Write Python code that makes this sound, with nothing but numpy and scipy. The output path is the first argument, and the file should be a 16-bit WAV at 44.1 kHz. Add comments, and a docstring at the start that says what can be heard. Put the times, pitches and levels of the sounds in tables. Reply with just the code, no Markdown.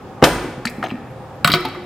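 """Something heavy is slammed down on a workshop bench and a metal part rings: blows clatter as noise and ring modes.
A portafilter is picked up with small clinks and thumps, then knocks on the group head of an espresso machine.
Noise and drones of machinery fill the hall; a faint high whine, made of sines, glides about.
Filtered noise makes the hall's echo, and the loudest blows overload the microphone."""
import sys
import numpy as np
from scipy import signal
from scipy.io import wavfile

SR = 44100
rng = np.random.default_rng(int(sys.argv[2]) if len(sys.argv) > 2 else 0)


def nominal_scale(level):
    """Amplitude ratio for a level in decibels (scalar or array-like)."""
    x = np.asarray(level, float) / 20
    return 10 ** x


def transcribe(u):
    """Save the signal u as a 16-bit wav file named by the first command-line argument.

    u: samples, shape (n,) or (channels, n), limited to [-1, 1]; the rate is SR.
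    q: integer samples, one column per channel.
    """
    v = np.clip(np.atleast_2d(u).T, -1, 1)
    q = np.round(v * 32767).astype(np.int16)
    wavfile.write(sys.argv[1], SR, q)


N = 81585


def rms_one(x):
    """Scale to rms 1."""
    return x / np.sqrt(np.mean(x ** 2) + 1e-20)


def at_hz(points, hz):
    """Read a table of (Hz, value) on a log-frequency axis."""
    table_hz, values = np.array(points).T
    return np.interp(np.log(hz), np.log(table_hz), values)


def ring(x, hz, t60):
    """Damped resonator: a unit click sets a sine of height 1 ringing, for a t60 of at least 5 ms."""
    radius = nominal_scale(-60 / (max(t60, .005) * SR))
    angle = 2 * np.pi * hz / SR
    return signal.lfilter([0, np.sin(angle)], [1, -2 * radius * np.cos(angle), radius ** 2], x + 1e-18)


def click(s, db):
    """One sample of the given height at the given second."""
    x = np.zeros(N)
    x[int(s * SR)] = nominal_scale(db)
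    return x


def drift(rate):
    """Random course of straight lines between normal values of spread 1, rate values a second."""
    knots = rng.standard_normal(64)
    return np.interp(np.arange(N) / SR * rate, np.arange(64), knots)


def bands(gain_of_band, likeness):
    """Stereo noise in half-octave bands, each with its own gain and left-right likeness."""
    out = 0
    edges = 20 * 2 ** np.arange(0, 10.1, .5)
    white = rng.standard_normal((2, 2, N))
    for k, (low, high) in enumerate(zip(edges, np.minimum(edges[1:], .45 * SR))):
        band = signal.butter(2, [low, high], "band", fs=SR, output="sos")
        mid, side = signal.sosfilt(band, white[k % 2])  # neighbouring bands take different noise
        hz = np.sqrt(low * high)
        alike = np.clip(at_hz(likeness, hz), 0, 1)
        stereo = np.sqrt(1 + alike) * mid + np.sqrt(1 - alike) * side * [[1], [-1]]
        out = out + gain_of_band(hz) * stereo
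    return out


def struck(blows, modes, tick_db):
    """Each blow clatters about its centre and pushes the modes near it for the contact time.

    Returns the direct sound and what goes out into the hall, where noise spreads as an even pulse of its band."""
    mode_scatter_db = 0.5
    crack_db, crack_length = -5.5, 1.08  # length in contact times
    rattle_db, rattle_s = -20, 0.011  # lingering part of the clatter
    tick_hz, tick_length = 6000, 1.14  # bright spray: lower edge, length in contact times
    splash_db, splash_s = -13, 0.015  # lingering part of the spray
    bright_db_per_octave = 3.5  # blows with a higher centre spray more
    soft_dulls = 0.46  # dB of spray lost per dB that a blow is softer than the hardest
    size = SR // 12
    t = np.arange(size) / SR
    out, sent = np.zeros(N + size), np.zeros(N + size)
    drive = np.zeros((len(modes), N + size))
    unit = (t == 0) * 1.
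    hardest_db = np.max(blows, axis=0)[1]
    top = signal.butter(1, tick_hz, "high", fs=SR, output="sos")
    for s, db, hz, spread, ms in blows:
        i = int(s * SR)
        length = max(ms, .1) / 1000
        spread = max(spread, .2)
        push, white = np.exp(-t / length), rng.standard_normal(size)
        edges = [hz * 2 ** (-spread / 2), min(hz * 2 ** (spread / 2), .45 * SR)]
        band = signal.butter(2, edges, "band", fs=SR, output="sos")
        crack = (1 - np.exp(-4 * t / length)) * push ** (1 / crack_length)
        clatter = crack + nominal_scale(rattle_db) * np.exp(-t / rattle_s)
        spray = push ** (1 / tick_length) + nominal_scale(splash_db) * np.exp(-t / splash_s)
        softness_db = soft_dulls * (db - hardest_db)
        spray_db = tick_db + softness_db + bright_db_per_octave * np.log2(hz / 1150.0)
        parts = [(band, nominal_scale(db + crack_db) * clatter), (top, nominal_scale(db + crack_db + spray_db) * spray)]
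        for sos, envelope in parts:
            out[i:i + size] += rms_one(signal.sosfilt(sos, white)) * envelope
            sent[i:i + size] += rms_one(signal.sosfilt(sos, unit)) * np.sqrt(np.mean(envelope ** 2))
        for k, (mode_hz, mode_db, _) in enumerate(modes):
            # modes far from the blow's centre are pushed less
            near_db = -6 * (np.log2(mode_hz / hz) / spread) ** 2 + mode_scatter_db * rng.normal()
            pulse = push * np.cos(2 * np.pi * (mode_hz * t + rng.random()))
            drive[k, i:i + size] += 2 * pulse / push.sum() * nominal_scale(db - 12 + mode_db + near_db)
    ringing = sum(ring(d[:N], hz, t60) for d, (hz, _, t60) in zip(drive, modes))
    return np.array([out[:N], sent[:N]]) + ringing


def hall_noise():
    """Machinery in the hall: broad noise whose bands flicker slightly, with drones of resonated noise."""
    # spectrum of the noise: pitch_hz, relative density_db
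    spectrum = [(15, -39), (25, -46), (113, -2), (446, -10), (806, -14.5), (947, -15), (1110, -14),
                (2180, -27), (15600, -49.5)]
    # left-right likeness of the noise: pitch_hz, likeness (0 to 1)
    likeness = [(60, 0.82), (180, 0.96), (550, 0.79), (1650, 0.68), (4970, 0.027), (15000, 0.01)]
    # machine drones: pitch_hz, width_hz, rms level_db
    drones = [(120.6, 29, -39), (374, 43, -50), (522, 15.6, -45), (788, 88, -43)]
    noise_db, flicker_db, flicker_rate_hz = -37.5, 1.0, 11.9

    def gain(hz):
        return nominal_scale(at_hz(spectrum, hz) + flicker_db * drift(flicker_rate_hz))

    out = nominal_scale(noise_db) * rms_one(bands(gain, likeness))
    for hz, width, db in drones:
        t60 = np.log(1000) / np.pi / width
        out = out + nominal_scale(db) * rms_one(ring(rng.standard_normal(N), hz, t60))
    return out


def slam():
    """The heavy thing hits the bench: a group of blows sets the bench and the goods on it ringing."""
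    # blows: start_s, relative level_db, centre_hz of the struck modes, spread_octaves, contact_ms
    blows = [(.2195, -14, 600, 2, 4.2), (.2243, 11, 364, 2.02, 2.84), (.2290, 8, 267, 0.87, 1.84),
             (.2365, 6.5, 600, 2.03, 4.8), (.2402, 7, 2570, 2.02, 0.96), (.2445, -17, 1300, 1.2, 1.2),
             (.2725, 2, 700, 0.69, 1.1), (.2805, -8, 700, 1.8, 1.3), (.309, -26, 500, 0.62, 1.1),
             (.358, -9, 413, 1.4, 1.6), (.44, -11, 250, 0.98, 11.4)]
    # modes of the bench and its goods: pitch_hz, relative level_db, t60_s (at least 5 ms sounds)
    modes = [(49.7, -5.5, 0.38), (120, -26, 0.019), (162.6, 8, 0.032), (250, 2, 0.021), (300, -9.5, 0.055),
             (491, 0.5, 0.038), (575, -5.5, 0.055), (745, 0.5, 0.017), (1080, -15, 0.012),
             (1537, 7, 0.0075), (2903, -2, 0.012), (3700, -9, 0.0035)]
    return struck(blows, modes, tick_db=-35.5)


def echo(x):
    """Dense reflections: a quick part off bench and machine case, and the hall's tail, dying band by band."""
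    # decay of the hall: pitch_hz, t60_s
    decay = [(40, 0.94), (100, 0.28), (250, 0.9), (700, 0.89), (2000, 0.97), (5000, 0.74), (15000, 0.66)]
    # strength of the echo: pitch_hz, relative level_db
    strength = [(40, 0.5), (100, -15), (250, -8.5), (700, -15), (2000, -7.5), (5000, -11), (15000, 2.5)]
    # left-right likeness of the echo: pitch_hz, likeness (0 to 1)
    likeness = [(60, 0.99), (180, 1.0), (550, 0.97), (1650, 0.93), (4970, 0.41), (15000, 0.07)]
    near_db, near_t60_s = 14, 0.055  # level relative to the hall's tail
    onset_s = 0.00057
    t = np.arange(N) / SR
    near = nominal_scale(near_db - 60 * t / near_t60_s)

    def gain(hz):
        far = nominal_scale(-60 * t / at_hz(decay, hz))
        return nominal_scale(at_hz(strength, hz)) * (far + near) / np.sqrt(SR / 14)

    response = bands(gain, likeness) * (1 - np.exp(-t / onset_s))
    return signal.fftconvolve(x[None], response, axes=1)[:, :N]


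def metal_pings():
    """Thin metal parts ring on after the slam, the clinks and the knocks: each ping is a single decaying sine."""
    # pitch of each ping: pitch_hz
    pitches = [8967, 12455, 14190, 14660, 14930, 15110, 4430, 4600, 6250, 6250, 877, 742, 7750, 9900, 7750,
               8900]
    # start of each ping, in the same order: start_s, level_db, t60_s
    starts = [(.2405, -29.5, .55), (.2405, -27, .24), (.2405, -44, .22), (.2405, -43, .18),
              (.2405, -42, .65), (.2405, -44, .55), (.6545, -16, .025), (.6742, -28, .06), (.850, -38, .03),
              (.8685, -38, .02), (1.651, -18, .11), (1.651, -22, .11), (1.4460, -23, .1),
              (1.4790, -35, .09), (1.519, -33, .1), (1.539, -35, .08)]
    return sum(ring(click(s, db), hz, t60) for hz, (s, db, t60) in zip(pitches, starts))


def thumps():
    """Dull blows through bench and machine case, each ringing one low mode and a detuned neighbour."""
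    # thumps: start_s, level_db of the main mode ahead of the low-pass, pitch_hz, t60_s
    blows = [(0.578, -19.5, 137, 0.047), (0.657, -16.5, 235.5, 0.11), (0.783, -19.5, 235.4, 0.12),
             (0.802, -24, 222, 0.12), (.921, -15.5, 243, 0.058), (0.9404, -21, 241.4, 0.14),
             (1.449, -11.5, 154.8, 0.23), (1.504, -17.5, 141.4, 0.25), (1.537, -10.5, 157.4, 0.13),
             (1.496, -15.5, 300, 0.12), (1.546, -18.5, 362.4, 0.44), (1.586, -21.5, 340, 0.12),
             (1.654, -22.5, 275.4, 0.28), (1.769, -27, 357, 0.23)]
    out = np.zeros(N)
    for s, db, hz, t60 in blows:
        blow = click(s, db)
        out += ring(blow, hz, t60) + 0.35 * ring(blow, hz * 1.3, 0.72 * t60)
    return signal.sosfilt(signal.butter(2, 900, fs=SR, output="sos"), out)


def portafilter_pickup():
    """Clinks as the portafilter is picked up: small short blows ring its metal modes."""
    # clinks: start_s, relative level_db, centre_hz of the struck modes, spread_octaves, contact_ms
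    blows = [(.6522, -11, 1910, 0.85, 0.76), (.6545, -10.5, 4400, 2.1, 0.69), (.6705, -6, 2300, 0.28, 0.43),
             (.6742, -10, 3820, 0.83, 0.33), (.697, -31, 8000, 1.6, 2.7), (.8270, -10, 1600, 0.93, 2.5),
             (.8385, -17.5, 2320, 1.6, 0.98), (.835, -10, 700, 0.49, 7.6), (.8395, -36, 9900, 1.2, 1.5),
             (.843, -13, 2810, 0.51, 1.1), (.847, -14.5, 600, 0.97, 8.1), (.862, -18.5, 2560, 0.7, 1.3),
             (.8685, -17.5, 794, 1.2, 1.3), (.884, -30, 1380, 2.9, 3.6), (.894, -30, 2620, 0.5, 4),
             (.8995, -44.5, 10100, 1.2, 1.3), (.9035, -17.5, 2550, 0.4, 2.1), (.912, -22, 1800, 1.5, 0.45),
             (.9546, -31.5, 2030, 0.79, 0.94)]
    # modes of the portafilter: pitch_hz, relative level_db, t60_s (at least 5 ms sounds)
    modes = [(700, 13, 0.011), (884, 3, 0.013), (1286, 8.5, 0.016), (1396, -9, 0.059), (1800, 12, 0.0083),
             (2300, 8.5, 0.0048), (2680, -8.5, 0.025), (3200, -18.5, 0.012), (4060, -8, 0.05),
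             (4970, -5, 0.025), (7840, -9, 0.018), (10200, -18, 0.015), (334, 14, 0.043)]
    return struck(blows, modes, tick_db=-36)


def whines():
    """Thin gliding tones: sines whose pitch and level move in straight lines between points."""
    # one list of points per tone: time_s, pitch_hz, rms level_db
    tones = [
        [(1.06, 10200, -143), (1.11, 11400, -61), (1.14, 12300, -116), (1.153, 12400, -139)],
        [(1.15, 8100, -80), (1.2, 8750, -72), (1.26, 8600, -72), (1.33, 8450, -75), (1.38, 8500, -82)],
        [(1.2, 13850, -81), (1.26, 14000, -76), (1.31, 13900, -91)],
        [(1.345, 12500, -82), (1.362, 12500, -65), (1.376, 12600, -79), (1.41, 13600, -78), (1.44, 13900, -89)],
    ]
    t, out = np.arange(N) / SR, 0
    for points in tones:
        s, hz, db = np.transpose(points)
        level = nominal_scale(np.interp(t, s, db, -200, -200))  # silent outside its points
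        phase = 2 * np.pi * np.cumsum(np.interp(t, s, hz)) / SR
        out = out + level * np.sin(phase)
    return np.sqrt(2) * out


def group_head_knocks():
    """The portafilter knocks against the group head, whose modes ring under a bright spray of contacts."""
    # knocks: start_s, relative level_db, centre_hz of the struck modes, spread_octaves, contact_ms
    blows = [(1.4455, 5.5, 1750, 1.57, 0.72), (1.4745, 5, 1270, 0.63, 0.89),
             (1.4765, -3.5, 3200, 0.74, 0.76), (1.501, -6, 1670, 1.7, 2.1), (1.5178, 0, 3700, 0.6, 0.27),
             (1.529, -9, 3700, 1.6, 1.6), (1.5378, 2, 2140, 2.73, 0.23), (1.547, -3.5, 2570, 0.71, 0.59),
             (1.556, -13, 2270, 2.2, 1.3), (1.605, -34, 11000, 1.1, 3.4), (1.6505, -30, 12100, 0.65, 4.1),
             (1.650, -16, 2430, 1.35, 5.7), (1.686, -32.5, 4900, 3.7, 1.5), (1.747, -23, 1080, 1.1, 9.7)]
    # modes of the group head: pitch_hz, relative level_db, t60_s
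    modes = [(703, -7, 0.1), (971, -19.5, 0.3), (1120, -4.5, 0.031), (1294, 2.5, 0.028), (1472, -1, 0.031),
             (2050, -2, 0.015), (2000, -12.5, 0.09), (2289, -9, 0.078), (2890, -15, 0.028),
             (3240, -1, 0.016), (3800, 1.5, 0.02), (4085, 3, 0.013), (4540, 0.5, 0.02), (5210, -2.5, 0.016),
             (600, -7.5, 0.053)]
    return struck(blows, modes, tick_db=-13.5)


def pan(x, left_over_right_db):
    """Place a sound in stereo by the level difference of its two channels."""
    return x * nominal_scale(np.array([[.5], [-.5]]) * left_over_right_db)


def scene():
    """All blows in their stereo places, with the hall's echo, its machinery and the whines."""
    slam_direct, slam_sent = slam()
    pings, dull = metal_pings(), thumps()
    pickup_direct, pickup_sent = portafilter_pickup()
    knocks_direct, knocks_sent = group_head_knocks()
    # the machine case shades the treble of the knocks from the hall
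    shade = signal.butter(2, 6800, fs=SR, output="sos")
    shaded = signal.sosfilt(shade, knocks_sent + dull)
    direct = pan(slam_direct, 1.4) + pan(pickup_direct, 2.5) + pan(knocks_direct, 1.2) + dull + pings
    # levels sent into the hall, in dB
    sent = slam_sent * nominal_scale(2.5) + pings * nominal_scale(-14) + pickup_sent * nominal_scale(-5) + shaded * nominal_scale(-1)
    return direct + echo(sent) + hall_noise() + whines()


def band_limit(x):
    """A steep low-pass at the top of the band."""
    return signal.sosfilt(signal.butter(12, 15730, fs=SR, output="sos"), x)


def record(dry):
    """The microphone sheds deep bass and its input overloads at full scale."""
    mic_cut_hz, full_scale, hardness = 85, 1.0, 30
    low_cut = signal.butter(1, mic_cut_hz, "high", fs=SR, output="sos")
    heard = signal.sosfilt(low_cut, dry)
    overloaded = heard / (1 + np.abs(heard / full_scale) ** hardness) ** (1 / hardness)
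    return band_limit(overloaded)


dry = scene()
out = record(dry)
transcribe(out)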